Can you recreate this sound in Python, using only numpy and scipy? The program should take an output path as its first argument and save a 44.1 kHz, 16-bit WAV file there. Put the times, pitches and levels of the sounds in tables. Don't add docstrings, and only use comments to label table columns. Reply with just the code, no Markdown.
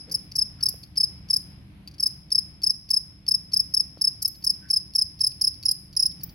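import sys
import numpy as np
from scipy import signal
from scipy.fft import rfft, irfft
from scipy.io import wavfile
from scipy.ndimage import map_coordinates

SR = 44100
rng = np.random.default_rng(int(sys.argv[2]) if len(sys.argv) > 2 else 0)


def log_audio(samples):
    frames = np.atleast_2d(samples).T
    limited = np.clip(frames, -1, 1)
    pcm = np.round(limited * 32767).astype(np.int16)
    wavfile.write(sys.argv[1], SR, pcm)


N = 279594
TIME = np.arange(N) / SR
FREQ = np.maximum(np.fft.rfftfreq(N, 1 / SR), 1)

# (middle of first stroke [s], strokes [count],
# stroke period [s], stroke length [s], pitch fall [Hz], level [dB], rasp re level [dB],
# slip of first stroke [0-1], share lost from last stroke [0-1], opening scrape, relative level [dB])
CHIRPS = [(0.1211, 2, 0.031, 0.025, 540, -19, -18.5, 0.98, 0.13, -48),
          (.361, 3, 0.03, .021, 530, -17.3, -22.5, .6, 0.02, -59),
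          (0.634, 3, 0.03, .018, 530, -17, -20, 0.01, 0.69, -68),
          (0.979, 3, 0.03, .02, 510, -16.5, -24.5, 0, 0.01, -42.5),
          (1.3078, 3, 0.031, .02, 486, -16.5, -25.5, 0.09, 0.41, -40),
          (2.0035, 3, 0.031, .018, 554, -17, -21, 0.63, 0.03, -46),
          (2.324, 3, 0.031, .017, 540, -16, -27, 0, 0.03, -40),
          (2.641, 3, 0.031, .019, 463, -16.2, -24.5, 0.1, 0.02, -44),
          (2.911, 3, 0.03, .0195, 500, -16.5, -22.5, 0.06, 0.02, -43),
          (3.287, 3, .03, .0185, 490, -16.5, -25, 0.03, 0.01, -41.5),
          (3.54, 3, 0.03, .018, 460, -16, -23.5, 0, 0.01, -42.5),
          (3.745, 3, 0.029, .0175, 504, -16.5, -21.5, 0.03, 0.01, -56),
          (4.019, 3, 0.029, .018, 510, -16, -21.5, 0.11, 0, -57),
          (4.225, 2, 0.03, 0.016, 348, -16.5, -19.5, 1, 0, -64),
          (4.4454, 3, 0.028, .018, 535, -16, -23, 0.98, 0, -46.5),
          (4.709, 3, 0.03, .0205, 474, -16.5, -24.5, 0, 0, -42),
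          (4.9586, 3, 0.031, .02, 520, -16, -26, 0, 0.02, -41),
          (5.2139, 3, 0.03, .0205, 520, -15.9, -24, 0.01, 0.31, -40),
          (5.418, 3, 0.029, .017, 590, -15.5, -24, 0.03, 0, -55),
          (5.661, 3, 0.029, .018, 525, -15.5, -30.5, 0, .45, -54),
          (5.9712, 4, 0.03, .016, 563, -15, -21.5, 0.07, 0.13, -49)]
# (frequency [Hz], relative level [dB])
RASP_COLOUR = [(1000, -28.5), (3600, -28), (4500, 4.5), (5600, 7), (6700, -4), (7400, -16), (8100, -14),
               (9200, -10.5), (10300, 8), (12200, -2.5), (13800, -1.5), (15300, -13), (16200, 10)]
# (time [s], length [s], centre [Hz], width [Hz], level [dB])
SKIDS = [(0.688, 0.007, 11200, 2400, -28), (4.225, 0.0046, 11200, 2500, -30),
         (4.277, 0.007, 11350, 1400, -27.5), (5.711, 0.0071, 11170, 2500, -29.5),
         (6.233, 0.0023, 12400, 4000, -37), (6.235, 0.0038, 14900, 2000, -30.5)]
# (time [s], relative level [dB])
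SHIFT_SCRAPES = [(0.315, -46.5), (0.604, -43.5), (0.832, -41.5), (1.874, -41), (1.911, -51.5), (1.939, -49),
                 (3.979, -48.5), (4.347, -44.5), (5.316, -42), (5.538, -46), (5.628, -38.5), (5.927, -41),
                 (6.113, -42), (6.208, -43), (6.292, -45)]
# (frequency [Hz], relative level [dB])
SLACK_WING_COLOUR = [(1200, -40), (2400, -15.5), (3700, -15.5), (4200, -11), (4600, 8.5), (5100, 0),
                     (6600, -19), (7800, -30), (10000, -45)]
# (time [s], left minus right [dB])
CRICKET_PAN = [(0, 3.2), (3.7, 3.3), (4.7, 1.5), (5.3, .4), (5.7, -2.5), (6.3, -3.5)]
# (delay [ms], level re direct sound [dB])
NEAR_LEFT = [(1.949, -13), (4.45, -6)]
NEAR_RIGHT = [(2.62, -21.5), (4.904, -15)]
# (time [s], length [s], relative level [dB])
FAR_HOOT = (0.058, 0.19, -59.5)
# (time [s], relative level [dB])
KNOCKS = [(0.741, -40), (3.973, -41.5), (6.050, -46)]
# (time [s], length [s], pitch [Hz], relative level [dB])
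FAR_CALLS = [(.585, 0.032, 1346, -66), (4.611, 0.08, 1533, -69)]
# (frequency [Hz], relative level [dB])
RUMBLE_COLOUR = [(20, -54.5), (31, -16.5), (42, -3), (75, 1), (170, 0.5), (225, -11.5), (310, -11.5),
                 (420, -24.5), (760, -27), (1400, -32), (2200, -31), (3300, -34), (4500, -39),
                 (7000, -94.5)]
# (frequency [Hz], side minus mid [dB])
RUMBLE_SIDE = [(40, -14), (70, -13), (130, -15), (260, -12), (500, -4), (1000, 0), (16000, 1)]
# (frequency [Hz], level [dB])
HUM = [(71, -57), (197, -59), (300, -69)]
# (frequency [Hz], relative level [dB])
AIR_COLOUR = [(1000, -19.0), (3500, -3.0), (5000, 6.5), (7500, -11.0), (11000, 6), (15500, -22.0)]
# (time [s], level change [dB])
NIGHT_LEVEL = [(0, -0.5), (.7, -1), (1.7, 0.7), (2.7, -2.5), (3.7, -2), (5.2, -3), (6.3, 0)]

STROKE_HZ = 5167.3
SLOWING_S = 0.00066
SETTLE_STROKES = 0.91
OPENING_LEAD_S = 0.01262
TURN_OVERTONE_DB = 0.26
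TOP_HZ = 16000


def undb(db):
    return 10 ** (np.asarray(db) / 20)


def unit(x):
    return x / np.sqrt(np.mean(x ** 2))


def gains(points):
    hz, db = np.transpose(points)
    return undb(np.interp(np.log(FREQ), np.log(hz), db))


def noise(gain):
    return unit(irfft(rfft(rng.standard_normal(N)) * gain, N))


def shaped(x, gain):
    return irfft(rfft(x) * unit(gain), N)


def resonance(hz, width_hz):
    return 1 / (1 + ((FREQ ** 2 - hz ** 2) / (FREQ * width_hz * 2)) ** 2 * 2)


def walk(rate):
    return noise(np.exp(-(FREQ / rate) ** 2))


def add(track, start, sound):
    i = int(start * SR)
    track[i:i + len(sound)] += sound[:max(N - i, 0)]


def swell(start, length, rise, fall):
    u = np.linspace(0, 1, int(length * SR))
    onset = np.sin(np.pi / 2 * np.minimum(u / rise, 1))
    release = np.sin(np.pi / 2 * np.minimum((1 - u) / fall, 1)) ** 2
    out = np.zeros(N)
    add(out, start, unit(onset * release))
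    return out


def burst(start, decay, attack=0.00038):
    t = np.arange(SR // 10) / SR
    out = np.zeros(N)
    add(out, start, (1 - np.exp(-t / attack)) * np.exp(-t / decay))
    return out


def wing_strokes(first_shorter=0.16, first_steeper=0.37, first_db=-1.0, octave_db=-17.5,
                 first_octave_db=5.5, first_rasp_db=5.0, slip_shorter=0.23, slip_hz=130,
                 slip_db=-9.0, slip_rasp_db=9., cut_hz=260, cut_db=-3., cut_octave_db=14.,
                 cut_rasp_db=15.5, catch_rise=0.0288, first_rise=0.285):
    rows = []
    for middle, count, period, full_length, fall_hz, db, rasp_db, first_slip, last_cut, _ in CHIRPS:
        for k in range(round(count)):
            fresh = np.exp(-k / SETTLE_STROKES)
            slip = first_slip * (k == 0)
            cut = min(last_cut, .8) * (k == round(count) - 1)
            length = full_length * (1 - first_shorter * fresh) * (1 - slip_shorter * slip)
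            start = middle + k * period + SLOWING_S * k * (k - 1) / 2 - length / 2
            pitch_hz = STROKE_HZ - slip_hz * slip - cut_hz * cut
            stroke_fall_hz = fall_hz * (1 + first_steeper * fresh) * (1 - cut)
            level = db + first_db * fresh + slip_db * slip + cut_db * cut
            octave = octave_db + first_octave_db * fresh + cut_octave_db * cut
            rasp = rasp_db + first_rasp_db * fresh + slip_rasp_db * slip + cut_rasp_db * cut
            rasp_rise = catch_rise + first_rise * (k == 0) * abs(1 - slip)
            rows.append((start, length * (1 - cut), pitch_hz, stroke_fall_hz, level, octave, rasp, rasp_rise))
    return rows


def strokes(bend=0.041, jitter=0.0071, rise=0.45, fall=0.34, third_db=-33.0, least_rasp_db=-42.0,
            flutter_db=-1.5, grain_db=5.5, overtone_swell=0.27, rattle=.06, scatter_hz=15, scatter_db=1.):
    tone, overtones, rasp_level = np.zeros((3, N))
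    wander, flutter, wobble = walk(380), undb(flutter_db * walk(350)), walk(270)
    rows = wing_strokes()
    for row, (chance, detune, grit) in zip(rows, rng.standard_normal((len(rows), 3))):
        start, length, hz, fall_hz, db, octave, rasp, rasp_rise = row
        first = int(start * SR)
        span = slice(first, first + int(length * SR))
        pressure = swell(start, length, rise * np.exp(0.17 * chance), fall)[span]
        u = np.linspace(-.5, .5, len(pressure))
        curve = 1 + bend * (u ** 2 - np.var(u) / 2) + jitter * wander[span]
        tooth_rate = hz * curve - fall_hz * u + scatter_hz * detune
        phase = 2 * np.pi * np.cumsum(tooth_rate) / SR
        tone[span] += undb(db) * pressure * np.sin(phase)
        bite = undb(db) * np.abs(pressure) ** overtone_swell * flutter[span]
        second = undb(octave) * np.sin(2 * phase + rattle * wobble[span])
        third = undb(third_db) * np.sin(3 * phase + wobble[span])
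        overtones[span] += bite * (second + third)
        roughness = np.hypot(undb(rasp + scatter_db * grit), undb(least_rasp_db))
        rasp_level += swell(start, length + 0.0028, rasp_rise, 0.46) * undb(db) * roughness
    grains = undb(grain_db * walk(200)) * rng.standard_normal(N)
    return tone, overtones, shaped(rasp_level * grains, gains(RASP_COLOUR))


def skids(rasp_db=-2.5):
    rasp = undb(rasp_db) * noise(gains(RASP_COLOUR))
    out = 0
    for start, length, hz, width, db in SKIDS:
        contact = swell(start, length, .3, .6)
        squeak = noise(resonance(hz, width / 2))
        out = out + contact * undb(db) * (squeak + rasp)
    return out


def scrapes(attack=0.0029, decay=0.0045, grain_db=6.0, strength_db=7.0,
            opening_rasp_db=-2.0, shift_rasp_db=-2.0):
    opening = sum(undb(db) * burst(middle - length / 2 - OPENING_LEAD_S, decay, attack)
                  for middle, _, _, length, *_, db in CHIRPS)
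    shifting = sum(undb(db) * burst(s, decay, attack) for s, db in SHIFT_SCRAPES)
    grit = undb(strength_db + grain_db * walk(470)) * rng.standard_normal((2, N))
    rasp_level = undb(opening_rasp_db) * opening + undb(shift_rasp_db) * shifting
    ring = shaped(grit[0] * (opening + shifting), gains(SLACK_WING_COLOUR))
    return ring + shaped(grit[1] * rasp_level, gains(RASP_COLOUR))


def nearby(x, surfaces):
    echoes = sum(undb(db) * np.exp(-2j * np.pi * FREQ * ms / 10 ** 3) for ms, db in surfaces)
    return irfft(rfft(x) * (1 + echoes), N)


def yard(x, t60=.72, tail_db=-17., early_t60=0.074, early_db=-19.,
         echo_s=0.039, echo_db=-21., patchy_db=2.5):
    t = np.arange(SR) / SR
    fade_in = 1 - np.exp(-t / 0.008)
    out = []
    for late, early in rng.standard_normal((2, 2, SR)):
        late = late * undb(patchy_db * walk(150)[:SR])
        response = np.zeros(SR)
        for scatter, decay, db in ((late, t60, tail_db), (early, early_t60, early_db)):
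            response += undb(db) * unit(scatter * fade_in * undb(-60 * t / decay)) / np.sqrt(SR)
        response[int(echo_s * SR)] += undb(echo_db)
        out.append(signal.fftconvolve(x, response)[:N])
    return np.array(out)


def earlier_chirp(hz=5130, width_hz=140, db=-39.0, octave_db=-12.5, t60=0.29):
    ring = [noise(resonance(hz, width_hz)) + undb(octave_db) * noise(resonance(2 * hz, 2 * width_hz))
            for _ in range(2)]
    return np.array(ring) * undb(db - 60 * TIME / t60)


def knocks(hz=480, width_hz=150, decay=0.0023, thump_hz=210):
    ring = noise(resonance(hz, width_hz)) + noise(resonance(thump_hz, 100.2))
    return ring * sum(undb(db) * burst(s, decay) for s, db in KNOCKS)


def far_hoot(upper_hz=490, upper_width_hz=90, low_hz=270, low_db=0., breath_hz=1700, breath_db=-7.5):
    start, length, db = FAR_HOOT
    upper = noise(resonance(upper_hz, upper_width_hz))
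    low = undb(low_db) * noise(resonance(low_hz, 58))
    breath = undb(breath_db) * noise(resonance(breath_hz, 1300))
    return undb(db) * swell(start, length, 0.28, 1.0) * (upper + low + breath)


def far_calls(hoarse_db=1.5):
    waver = 0.37 * walk(62)
    calls = 0
    for start, length, hz, db in FAR_CALLS:
        tone = np.sqrt(2) * np.sin(2 * np.pi * hz * TIME + waver)
        breath = undb(hoarse_db) * noise(resonance(1.1 * hz, 580))
        calls = calls + undb(db) * swell(start, length, 0.14, 0.24) * (tone + breath)
    return calls + yard(calls, t60=.7, tail_db=-3., early_db=3., echo_db=-18.)


def town_rumble(level_db=-48.0, swell_db=0.85):
    mid = gains(RUMBLE_COLOUR)
    side = mid * gains(RUMBLE_SIDE)
    share = np.sqrt(np.sum(side ** 2) / np.sum(mid ** 2))
    stereo = noise(mid) + share * noise(side) * np.array([[1], [-1]])
    return stereo * undb(level_db + swell_db * walk(5.7))


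def steady_hum():
    return sum(undb(db + 2 * walk(16.0)) * np.sqrt(2) * np.sin(2 * np.pi * hz * TIME + 0.75 * walk(2.2))
               for hz, db in HUM)


def night(air_db=-71.5, rustle_hz=2300, rustle_db=-75.0):
    gust = .9 * walk(4)
    rustle_noise = np.array([noise(resonance(rustle_hz, 400)) for _ in range(2)])
    rustle = undb(rustle_db + 2 * gust) * rustle_noise
    air_gain = gains(AIR_COLOUR)
    air = undb(air_db) * np.array([noise(air_gain), noise(air_gain)])
    background = (town_rumble() + steady_hum()) * undb(gust) + rustle + air
    return background * undb(np.interp(TIME, *np.transpose(NIGHT_LEVEL)))


def scene(overtone_pan_db=-16.0, rasp_pan_db=-0.5, lag_per_pan=0.4):
    tone, overtones, rasp = strokes()
    low = tone + scrapes()
    rasp = rasp + skids()
    pan = np.interp(TIME, *np.transpose(CRICKET_PAN))
    overtones = overtones * undb(TURN_OVERTONE_DB * (pan.mean() - pan))
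    direct = []
    for side, surfaces in ((0.89, NEAR_LEFT), (-0.43, NEAR_RIGHT)):
        heard = low * undb(side * pan / 2)
        heard = heard + overtones * undb(side * (0.9 * pan + overtone_pan_db) / 2)
        heard = heard + rasp * undb(side * rasp_pan_db / 2)
        heard = map_coordinates(heard, [np.arange(N) + side * lag_per_pan * pan / 2], order=5)
        direct.append(nearby(heard, surfaces))
    low_echo = yard(low, t60=0.51, tail_db=-16.5, early_db=-19.5, echo_db=-22.0)
    high_echo = yard(overtones + rasp, t60=0.45, tail_db=-13.0, early_t60=0.019, early_db=0.5, echo_db=-27.0)
    cricket = np.array(direct) + low_echo + high_echo + earlier_chirp()
    return cricket + knocks() + far_hoot() + far_calls() + night()


def record(dry):
    return signal.sosfilt(signal.ellip(10, .2, 70, TOP_HZ, fs=SR, output="sos"), dry)


dry = scene()
out = record(dry)
log_audio(out)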